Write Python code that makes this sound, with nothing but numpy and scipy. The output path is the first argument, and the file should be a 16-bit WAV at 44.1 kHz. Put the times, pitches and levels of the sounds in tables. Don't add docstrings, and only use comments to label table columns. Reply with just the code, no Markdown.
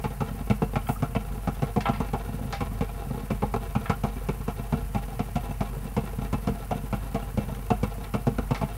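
import sys
import numpy as np
from scipy import signal
from scipy.fft import rfft, irfft
from scipy.io import wavfile
from scipy.ndimage import uniform_filter1d

SR = 44100
rng = np.random.default_rng(int(sys.argv[2]) if len(sys.argv) > 2 else 0)


def wav_record(signal):
    frames = np.transpose(np.atleast_2d(signal))
    bounded = np.clip(frames, -1, 1)
    quanta = np.round(bounded * 32767).astype(np.int16)
    wavfile.write(sys.argv[1], SR, quanta)


N = 386749
TIME = np.arange(N) / SR
TOP_HZ = 15740


def gain(db):
    return 10 ** (np.asarray(db) / 20)


def unit_rms(x):
    return x / np.sqrt(np.mean(x ** 2) + 1e-20)


def level_curve(rows):
    return gain(np.interp(TIME, *np.transpose(rows)))


def at_level(x, db):
    return gain(db) * x / np.std(x[:round(.045 * SR)])


def add(mix, start_s, sound):
    part = mix[round(start_s * SR):][:len(sound)]
    part += sound[:len(part)]


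def bandpass(x, lo_hz, hi_hz):
    sos = signal.butter(2, [lo_hz, min(hi_hz, TOP_HZ)], "bandpass", fs=SR, output="sos")
    return signal.sosfilt(sos, x)


def coloured(x, spectrum):
    hz, db = np.transpose(spectrum)
    bins_hz = np.fft.rfftfreq(len(x), 1 / SR)
    shape = gain(np.interp(np.log(bins_hz + 1), np.log(hz), db))
    return unit_rms(irfft(rfft(x) * shape, len(x)))


def clicks(per_s, spread_db):
    size = gain(spread_db * np.minimum(rng.exponential(1, N), 4))
    return size * (rng.random(N) < per_s / SR) * rng.choice([-1, 1], N)


def wander(top_hz):
    t = np.arange(N // 64 + 1) * 64 / SR
    rates_hz = np.geomspace(top_hz / 20, top_hz, num=30)
    waves = sum(np.sin(2 * np.pi * (hz * t + rng.random())) / np.sqrt(hz) for hz in rates_hz)
    return np.interp(TIME, t, unit_rms(waves))


# frequency in Hz, relative spectral level in dB.
ROOM_SPECTRUM = [(30, 0), (60, 0), (120, 3), (240, -18.5), (310, -29), (1000, -21), (3000, -37),
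                 (6000, -41.5)]
def room_tone():
    return gain(-39.5) * coloured(rng.standard_normal(N), ROOM_SPECTRUM)


# frequency in Hz, level in dB, its neighbour's level in dB.
MOTOR_TONES = [(48.06, -34.5, -48.5), (100.3, -52, -66), (155, -58, -80)]
def fridge(beat_hz=1.4, beat_peak_s=0.62):
    motor_time = np.cumsum(1 + 0.0043 * wander(1.543)) / SR
    beat = 2 * np.pi * beat_hz * (TIME - beat_peak_s)
    hum = np.zeros(N)
    for hz, db, neighbour_db in MOTOR_TONES:
        phase = 2 * np.pi * hz * motor_time
        hum += gain(db) * np.cos(phase) + gain(neighbour_db) * np.cos(phase + beat)
    return np.sqrt(2) * hum


# time in seconds, level in dB.
SIZZLE_LEVELS = [(0, -51), (2.5, -51.5), (4.5, -51), (6.5, -51), (8.77, -51)]
# frequency in Hz, relative spectral level in dB.
SIZZLE_SPECTRUM = [(1760, 3.5), (3000, 3), (3770, -20), (4040, -4), (5110, -3.5), (6840, -4), (8070, -1),
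                   (9330, 4.5), (10600, 2.5), (12000, 5), (13200, 1), (15100, 1.5), (15700, 2.5)]
def sizzle():
    crackle = 0.39 * unit_rms(clicks(per_s=1300, spread_db=7.3))
    fizz = coloured(rng.standard_normal(N) + crackle, SIZZLE_SPECTRUM)
    treble = signal.sosfiltfilt(signal.butter(4, 11500, "highpass", fs=SR, output="sos"), fizz)
    flicker = wander(200)
    lower = (fizz - treble) * gain(1.2 * flicker + 1.03 * wander(200))
    upper = treble * gain(flicker + 1.4 * wander(200))
    return (lower + upper) * level_curve(SIZZLE_LEVELS)


# frequency in Hz, relative level in dB, seconds to fall 60 dB.
PAN_MODES = [(75.8, -9, 0.23), (146.5, 3, 0.057), (207, -3.5, 0.092), (237.6, -3.5, 0.067),
             (378, -10, 0.025), (416, -12, 0.021), (462, 0, 0.089), (513, -2, 0.035), (698.5, 6.5, 0.082),
             (801.7, 6, 0.077), (831, 0, 0.09), (997, 0.5, 0.075), (1080, -6.5, 0.18), (1060, -10, 0.02),
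             (1339, 6.5, 0.04), (1400, -4.5, 0.056), (1663, -2, 0.047), (1855, 0, 0.048), (2145, -4, 0.022),
             (2227, -9, 0.052), (2325, 4.5, 0.024), (2672, 1, 0.041), (2890, -9.5, 0.018),
             (3240, -15, 0.046), (3674, -9, 0.058), (4500, -31, 0.05), (5970, -9, 0.026)]
THUD_TOP_HZ, HOLLOW_TOP_HZ, RATTLE_TOP_HZ = 300, 600, 1200
def pan_modes(lo_hz, hi_hz, pitch=1, damping=1, samples=SR // 4):
    t = np.arange(samples) / SR
    rings = sum(gain(db - 60 * damping * t / t60) * np.sin(2 * np.pi * hz * pitch * t)
                for hz, db, t60 in PAN_MODES if lo_hz <= hz < hi_hz)
    return rings / np.linalg.norm(rings)


def ring(force, lo_hz, hi_hz):
    return signal.oaconvolve(force, pan_modes(lo_hz, hi_hz))[:N]


def pan(thud, rattle, tick, struck=0):
    low = bandpass(ring(thud, 0, THUD_TOP_HZ), 84, 530)
    hollow = ring(0.19 * thud + 0.5 * rattle, THUD_TOP_HZ, HOLLOW_TOP_HZ)
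    middle = 0.57 * ring(rattle, HOLLOW_TOP_HZ, RATTLE_TOP_HZ)
    high = ring(tick, RATTLE_TOP_HZ, SR)
    splat = 1.22 * bandpass(tick, 1900, 3500) + 0.34 * bandpass(rattle, 610, 1500)
    notch = signal.iirnotch(308, 4.5, SR)
    return signal.lfilter(*notch, low + hollow + middle + high + splat + struck)


# time in seconds, relative level in dB.
SIMMER_LEVELS = [(0, -49), (.3, -44), (.7, -49), (1.3, -44.5), (1.9, -42.5), (3.3, -44), (5, -44.5),
                 (7.2, -43.5), (7.6, -45.5), (8.1, -46.5), (8.77, -42)]
def simmer():
    knock_times = np.array([row[0] for row in DOUBLE_KNOCKS] + [np.inf])
    until_knock = knock_times[np.searchsorted(knock_times, TIME)] - TIME
    level = level_curve(SIMMER_LEVELS) * gain(-7 * np.exp(-(until_knock / 0.056) ** 2))
    clumps = gain(4.2 * np.minimum(wander(90), 1.5))
    taps = unit_rms(clicks(per_s=500, spread_db=2.1) * clumps) * level
    pats = unit_rms(clicks(per_s=120, spread_db=5.5)) * level
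    return pan(thud=1.73 * pats, rattle=1.14 * taps, tick=0.33 * taps)


# start in seconds, first blow in dB, gap in ms,
# second blow in dB, contact in dB, seven ring levels in dB (modes near 460, 700, 810, 1000, 1340,
# 2300 and 2700 Hz), snap in dB.
DOUBLE_KNOCKS = [(0.0415, -27, 14.2, -22.5, -36, -37.5, -47, -35.5, -44, -49, -51, -53, -57),
                 (0.206, -23, 13, -21, -38, -33, -49, -36.5, -50, -45, -54, -59, -56),
                 (0.5004, -16, 9.8, -13, -39, -34, -38.5, -37, -51, -46, -41.5, -49, -53.5),
                 (0.6209, -29, 5.1, -16, -37, -28, -36.5, -42, -44, -49, -62, -50, -62),
                 (0.7573, -29, 7.7, -18, -30, -42, -41, -33, -42, -42, -42.5, -56, -57),
                 (0.8893, -27, 7.5, -17.5, -40, -40, -35, -33.5, -55, -41, -49, -51, -59),
                 (1.0242, -18.5, 7.4, -21, -36, -44, -35.5, -45, -47, -41.5, -50.5, -65, -56.5),
                 (1.151, -33, 11.4, -15.5, -43, -38, -36, -42, -41, -51, -48, -52, -57),
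                 (1.474, -21, 11, -19.5, -40.5, -42, -46, -34.5, -43, -45, -51, -59, -56),
                 (1.6225, -24, 7.3, -17.5, -33, -36, -40, -39, -48, -49, -50, -60, -55),
                 (1.7624, -25, 10.4, -13.5, -50, -30.5, -32.5, -35, -56, -54, -49, -65, -57),
                 (1.888, -21.5, 8.6, -17, -47, -41, -33.5, -36.5, -44, -48, -55, -52, -57),
                 (2.0028, -17.5, 11.5, -27, -39, -39.5, -42, -37, -41, -50, -56, -57, -57),
                 (2.134, -21, 16.5, -32, -50, -37, -39.5, -33.5, -53, -45, -53, -56, -62),
                 (2.607, -23, 11.7, -20.5, -39, -37.5, -46, -38.5, -39, -50, -47.5, -54, -57),
                 (2.8091, -19, 11.4, -21, -35, -33, -51, -41, -46, -56, -50, -55, -56),
                 (3.305, -25, 10.5, -18.5, -39, -32, -41, -52, -47, -53, -49, -52, -56),
                 (3.4222, -25, 10.1, -17.5, -48, -31, -45, -31, -46, -54, -49.5, -63, -68),
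                 (3.54, -23, 3.1, -22.5, -41.5, -32, -36, -36, -42, -47, -55, -59, -57),
                 (3.752, -30, 9.4, -15, -37, -52, -51, -34.5, -54, -42.5, -46.5, -60, -60),
                 (3.897, -16.5, 11, -23, -40, -34, -41, -32.5, -39, -37, -43, -56, -49.5),
                 (4.037, -19, 13.6, -26, -43, -39, -33.5, -40, -45, -47, -52, -68, -53.5),
                 (4.2875, -26, 6.2, -18.5, -37, -33.5, -45, -43, -46, -49, -48.5, -54, -56),
                 (4.4803, -20, 5.2, -44, -45, -35.5, -39.5, -57, -49, -45, -53, -57, -59),
                 (4.725, -19.5, 13, -16, -39, -38, -40, -38.5, -49, -48, -52, -56, -58),
                 (4.9479, -24, 10.2, -18, -43, -44, -41, -35, -49, -54, -49, -54, -57),
                 (5.194, -33, 8.2, -18.5, -36, -42, -37, -45, -48, -51, -49, -56, -57),
                 (5.357, -18, 12.8, -22, -39, -44, -34, -44, -44, -48, -51, -50.5, -52.5),
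                 (5.608, -18, 10.76, -24, -36, -39.5, -35, -40, -60, -50, -50, -58, -54.5),
                 (5.967, -19, 10.6, -17, -40.5, -32, -37, -37, -48, -62, -53, -51, -53),
                 (6.329, -20, 11.3, -18, -41, -41, -45, -37.5, -43, -49, -53, -50, -54),
                 (6.4732, -15.5, 10.9, -18, -36, -31, -37, -42, -44, -47, -52, -54, -53),
                 (6.71, -29, 10.8, -22.5, -41.5, -39.5, -30, -39, -55, -49, -55, -52, -57),
                 (6.928, -20, 9.7, -21, -40.5, -40, -39, -44, -47, -43, -48, -55, -62),
                 (7.146, -21, 15.5, -26, -43, -37, -34.5, -38, -44, -62, -50, -56, -54.5),
                 (7.3748, -17.5, 9.7, -16.5, -38, -34, -54, -45, -54, -48, -52, -55, -56.5),
                 (7.704, -24, 9.1, -13, -35, -32, -28, -36.5, -50, -43, -53, -45.5, -52),
                 (7.832, -16.5, 10.5, -25, -35, -34.5, -59, -43, -41.5, -48, -49, -54, -52.5),
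                 (8.14, -22.5, 10.3, -17, -35, -40, -35.5, -40, -47, -43, -48, -50.5, -55.5),
                 (8.2698, -16.5, 8.4, -18.5, -42, -31.5, -36, -37, -53, -51, -57, -56, -54.5),
                 (8.385, -16.5, 3.05, -19, -41, -34, -42, -46, -46, -45, -53, -59, -58),
                 (8.5089, -22, 7.5, -17, -39.5, -34.5, -38, -37, -46, -58, -53, -51, -53.5),
                 (8.6139, -26.5, 19.3, -20, -42.5, -40.5, -35, -36, -49, -49, -50, -55, -56)]
BAND_EDGES = [300, 600, 760, 900, 1200, 1500, 2000, 2500, 3000]
INWARD_BLOW = -signal.windows.hann(40)
def knocks():
    thud, rattle, tick, struck = np.zeros((4, N))
    t = np.arange(3000) / SR
    bands = [(lo, hi) for lo, hi in zip(BAND_EDGES, BAND_EDGES[1:]) if lo != 1500]
    for first_s, first_db, gap_ms, second_db, contact_db, *rings_db, snap_db in DOUBLE_KNOCKS:
        second_s = first_s + gap_ms / 1000
        add(thud, first_s, gain(first_db) * INWARD_BLOW)
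        add(thud, second_s, gain(second_db) * INWARD_BLOW)
        contact_s = first_s - 0.002
        after = np.maximum(contact_s + t - second_s, 0)
        rough, sharp, snap = rng.standard_normal((3, len(t))) * np.minimum(t / 0.0011, 1)
        rough *= np.minimum(t / 0.0027, 1) * (1.57 * np.exp(-t / 0.001) + 0.37 * np.exp(-after / 0.01))
        second_click = 0.12 * (after > 0) * np.exp(-after / 0.00064)
        sharp *= 0.38 * np.exp(-t / 0.003) + 0.49 * np.exp(-after / 0.018) + second_click
        snap *= 1.9 * np.exp(-t / 0.0075) + 0.36 * np.exp(-after / 0.015)
        pitches = 1 + 0.015 * rng.standard_normal(len(bands))
        for (lo, hi), db, pitch in zip(bands, rings_db, pitches):
            rings = pan_modes(lo, hi, pitch, damping=1.5, samples=2500)
            force = sharp if lo >= RATTLE_TOP_HZ else rough
            add(struck, contact_s, at_level(signal.fftconvolve(force, rings), db))
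        add(rattle, contact_s, gain(contact_db - 7.5) * rough)
        add(tick, contact_s, gain(contact_db - 9.5) * sharp)
        snap = bandpass(bandpass(snap, 2070, 12800), 2000, 7400)
        add(struck, contact_s, at_level(snap, snap_db))
    return pan(thud, rattle, tick, struck)


# start in seconds, rattle in dB, thud in dB.
CLEAR_POPS = [(.106, -44, -28), (.408, -32, -26), (.733, -27, -28), (1.124, -47, -33), (1.377, -32, -34),
              (1.592, -31, -35), (2.29, -30, -26), (2.392, -36, -34), (2.716, -34, -28), (2.892, -32, -53),
              (2.991, -32, -46), (3.021, -33, -40), (3.108, -27, -22), (3.145, -32, -27), (3.177, -30, -35),
              (3.561, -20.5, -25), (4.165, -32, -28.5), (4.596, -28.5, -26), (5.081, -28, -37),
              (5.435, -33, -34), (5.51, -29, -28), (5.731, -32, -43), (5.765, -45, -26), (5.853, -48, -29),
              (6.035, -34, -31), (6.132, -31.5, -39), (6.186, -27, -22.5), (6.219, -27, -26),
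              (6.249, -26.5, -33), (7.227, -33, -46), (7.433, -34, -31), (7.522, -29.5, -29),
              (7.98, -31, -30.5), (8.01, -28.5, -41)]
def pops(faint_count=120):
    thud, rattle, tick = np.zeros((3, N))
    t = np.arange(3000) / SR
    envelope = np.minimum(t / 0.0011, 1) * np.exp(-t / 0.0046)
    faint_db = rng.normal([-39, -43], 4, (faint_count, 2))
    faint_pops = np.c_[rng.random(faint_count) * N / SR, faint_db]
    for start_s, rattle_db, thud_db in [*CLEAR_POPS, *faint_pops]:
        rough, sharp = rng.standard_normal((2, len(t))) * envelope
        add(thud, start_s, gain(thud_db) * INWARD_BLOW)
        add(rattle, start_s, gain(rattle_db) * rough)
        add(tick, start_s, gain(rattle_db - 13) * sharp)
    return pan(thud, rattle, tick)


def blips():
    out, t = np.zeros(N), np.arange(900) / SR
    envelope = np.minimum(t / .0015, 1) * np.exp(-t / 0.0055)
    for hz in np.geomspace(1100, 6200, num=14):
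        chirp = np.sin(2 * np.pi * hz * t * (1 + 4 * t)) * envelope
        out += signal.oaconvolve(clicks(per_s=2.8, spread_db=2.5), chirp)[:N] * (1100 / hz) ** 0.87
    return gain(-50.5) * out


# start in seconds, pitch in Hz, level in dB.
PAN_PINGS = [(0.285, 1380, -49), (0.285, 3100, -45), (0.288, 1260, -49), (0.291, 565, -42),
             (0.404, 390, -41), (0.739, 2070, -50), (0.816, 2980, -48), (0.861, 1240, -48),
             (0.861, 1370, -47), (0.868, 3220, -45), (0.868, 4820, -55), (0.947, 6550, -61),
             (0.957, 1245, -41), (1.328, 7320, -55), (1.349, 428, -37), (1.353, 805, -38),
             (1.549, 3440, -49), (1.81, 2720, -37), (1.853, 3230, -39), (1.933, 4820, -58),
             (1.935, 2930, -49), (1.949, 2090, -43), (1.956, 1240, -49), (1.958, 860, -37),
             (1.958, 4800, -52), (1.96, 2670, -45), (1.96, 3360, -54), (2.003, 6000, -54),
             (2.259, 1430, -46), (2.388, 513, -40), (2.437, 526, -39), (2.562, 2090, -48),
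             (2.562, 4820, -55), (2.569, 4050, -54), (2.71, 1160, -45), (2.89, 2410, -44),
             (2.986, 390, -41), (2.989, 1380, -47), (3.016, 382, -41), (3.05, 777, -40), (3.101, 1160, -44),
             (3.103, 523, -34), (3.106, 644, -43), (3.106, 2230, -49), (3.112, 960, -48), (3.14, 520, -41),
             (3.141, 390, -40), (3.143, 840, -35), (3.172, 470, -40), (3.661, 452, -36), (3.933, 1390, -39),
             (3.94, 3030, -49), (3.945, 1380, -43), (4.145, 6120, -59), (4.16, 390, -44),
             (4.167, 2320, -47), (4.214, 514, -42), (4.411, 5940, -55), (4.59, 468, -34),
             (4.595, 2320, -48), (5.076, 1460, -53), (5.079, 820, -42), (5.08, 6120, -59),
             (5.124, 784, -38), (5.125, 5510, -57), (5.285, 690, -38), (5.36, 3280, -50), (5.428, 560, -46),
             (5.507, 690, -38), (5.507, 833, -35), (5.508, 1430, -48), (5.508, 6120, -50),
             (5.512, 2650, -45), (5.533, 5680, -58), (5.727, 390, -38), (5.739, 950, -45),
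             (6.183, 470, -41), (6.184, 644, -44), (6.184, 1420, -50), (6.213, 520, -48),
             (6.217, 6030, -54), (6.243, 850, -40), (6.244, 1380, -46), (6.376, 647, -44),
             (6.527, 910, -46), (6.597, 520, -40), (6.768, 645, -48), (7.049, 960, -47), (7.197, 650, -45),
             (7.213, 3360, -52), (7.219, 1420, -50), (7.225, 2820, -45), (7.431, 686, -41),
             (7.492, 904, -39), (7.493, 643, -36), (7.521, 6200, -58), (7.544, 6100, -54),
             (7.547, 6980, -55), (7.765, 6120, -60), (7.952, 690, -38), (8.003, 850, -42),
             (8.039, 2800, -52), (8.04, 1970, -45), (8.04, 3440, -55), (8.042, 4360, -57),
             (8.592, 2150, -51)]
def pings():
    out, t = np.zeros(N), np.arange(2500) / SR
    for start_s, hz, db in PAN_PINGS:
        decay_s = 0.006 + 4 / hz
        envelope = np.minimum(t / (0.28 * decay_s), 1) * np.exp(-t / decay_s)
        add(out, start_s, gain(db) * np.sqrt(2) * np.sin(2 * np.pi * hz * t) * envelope)
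    return out


# start in seconds, level in dB, low and high band edge in Hz,
# seconds for the tail to fall 60 dB.
BRIGHT_CLATTERS = [(0.868, -45, 1100, 3220, 0.078), (0.96, -50, 1170, 1460, 0.043),
                   (1.806, -37, 1190, 7460, 0.15), (1.855, -30, 870, 1640, 0.22),
                   (1.856, -33.5, 2150, 3660, 0.16), (2.085, -50.5, 1500, 6000, 0.05),
                   (1.889, -54, 2980, 7900, 0.087), (1.934, -44.5, 1590, 5400, 0.45),
                   (2.525, -35, 1480, 7600, 0.19), (2.53, -38.5, 527, 1400, 0.092),
                   (3.192, -54, 1500, 5500, 0.26), (3.857, -37.5, 1050, 3940, 0.14),
                   (3.899, -36, 1210, 4400, 0.1), (8.546, -36, 835, 6900, 0.18),
                   (0.286, -50, 1100, 2200, 0.071), (1.162, -38, 2400, 3150, 0.036),
                   (5.035, -51.5, 1500, 5000, .05), (7.548, -48, 1490, 5100, .06),
                   (8.042, -47, 1500, 6000, 0.039)]
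def clatters():
    out, t = np.zeros(N), np.arange(8000) / SR
    attack = np.minimum(t / 0.00073, 1)
    for start_s, db, lo_hz, hi_hz, t60 in BRIGHT_CLATTERS:
        grit, crack, clumps = rng.standard_normal((3, len(t)))
        clumps_db = 0.28 * unit_rms(uniform_filter1d(clumps, 150))
        tail = signal.lfilter([1], [1, -.8], grit) * gain(clumps_db - 60 * t / t60)
        burst = bandpass(tail + 1.9 * crack * np.exp(-t / 0.0059), lo_hz, hi_hz)
        burst = bandpass(burst, 0.077 * lo_hz, 0.72 * hi_hz)
        add(out, start_s, gain(db) * burst / np.std(burst[:600]) * attack)
    return out + 0.47 * ring(out, THUD_TOP_HZ, SR)


# centre in Hz, width in Hz, level in dB.
STEAM_WHISTLES = [(12000, 120, -58), (15200, 200, -55), (15650, 100, -58)]
def steam_spurt(peak_s=.885, hold_s=.045, rise_db_per_s=500, fall_db_per_s=302):
    since = TIME - peak_s
    envelope_db = rise_db_per_s * np.minimum(since, 0) - fall_db_per_s * np.maximum(since - hold_s, 0)
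    hiss = gain(-47) * unit_rms(bandpass(rng.standard_normal(N), 7900, 17000))
    for hz, width_hz, db in STEAM_WHISTLES:
        whistle = bandpass(rng.standard_normal(N), hz - width_hz / 2, hz + width_hz / 2)
        hiss += gain(db) * unit_rms(whistle)
    return hiss * gain(envelope_db)


def room_echoes(x):
    echoes = np.zeros(SR // 2)
    slots = np.arange(300, len(echoes) - 20, 20)
    echoes[slots + rng.integers(0, 20, len(slots))] = rng.choice([-1, 1], len(slots))
    hz, t, spectrum = signal.stft(echoes, SR, nperseg=256)
    t60 = np.interp(hz, [200, 1500, 8000], [.3, .3, .2])
    _, tail = signal.istft(spectrum * gain(-60 * t / t60[:, None]), SR, nperseg=256)
    return signal.fftconvolve(x, tail / np.linalg.norm(tail))[:N]


def scene():
    steady = room_tone() + fridge() + sizzle() + simmer()
    hits = knocks() + pops() + blips() + pings() + clatters()
    return (steady + hits + steam_spurt() + gain(-16) * room_echoes(hits))[None]


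def record(dry):
    thin = signal.sosfilt(signal.butter(2, 36, "highpass", fs=SR, output="sos"), dry)
    lowpass = signal.firwin(1023, TOP_HZ, window=("kaiser", 10), fs=SR)
    return signal.oaconvolve(thin, lowpass[None], "same")


dry = scene()
out = record(dry)
wav_record(out)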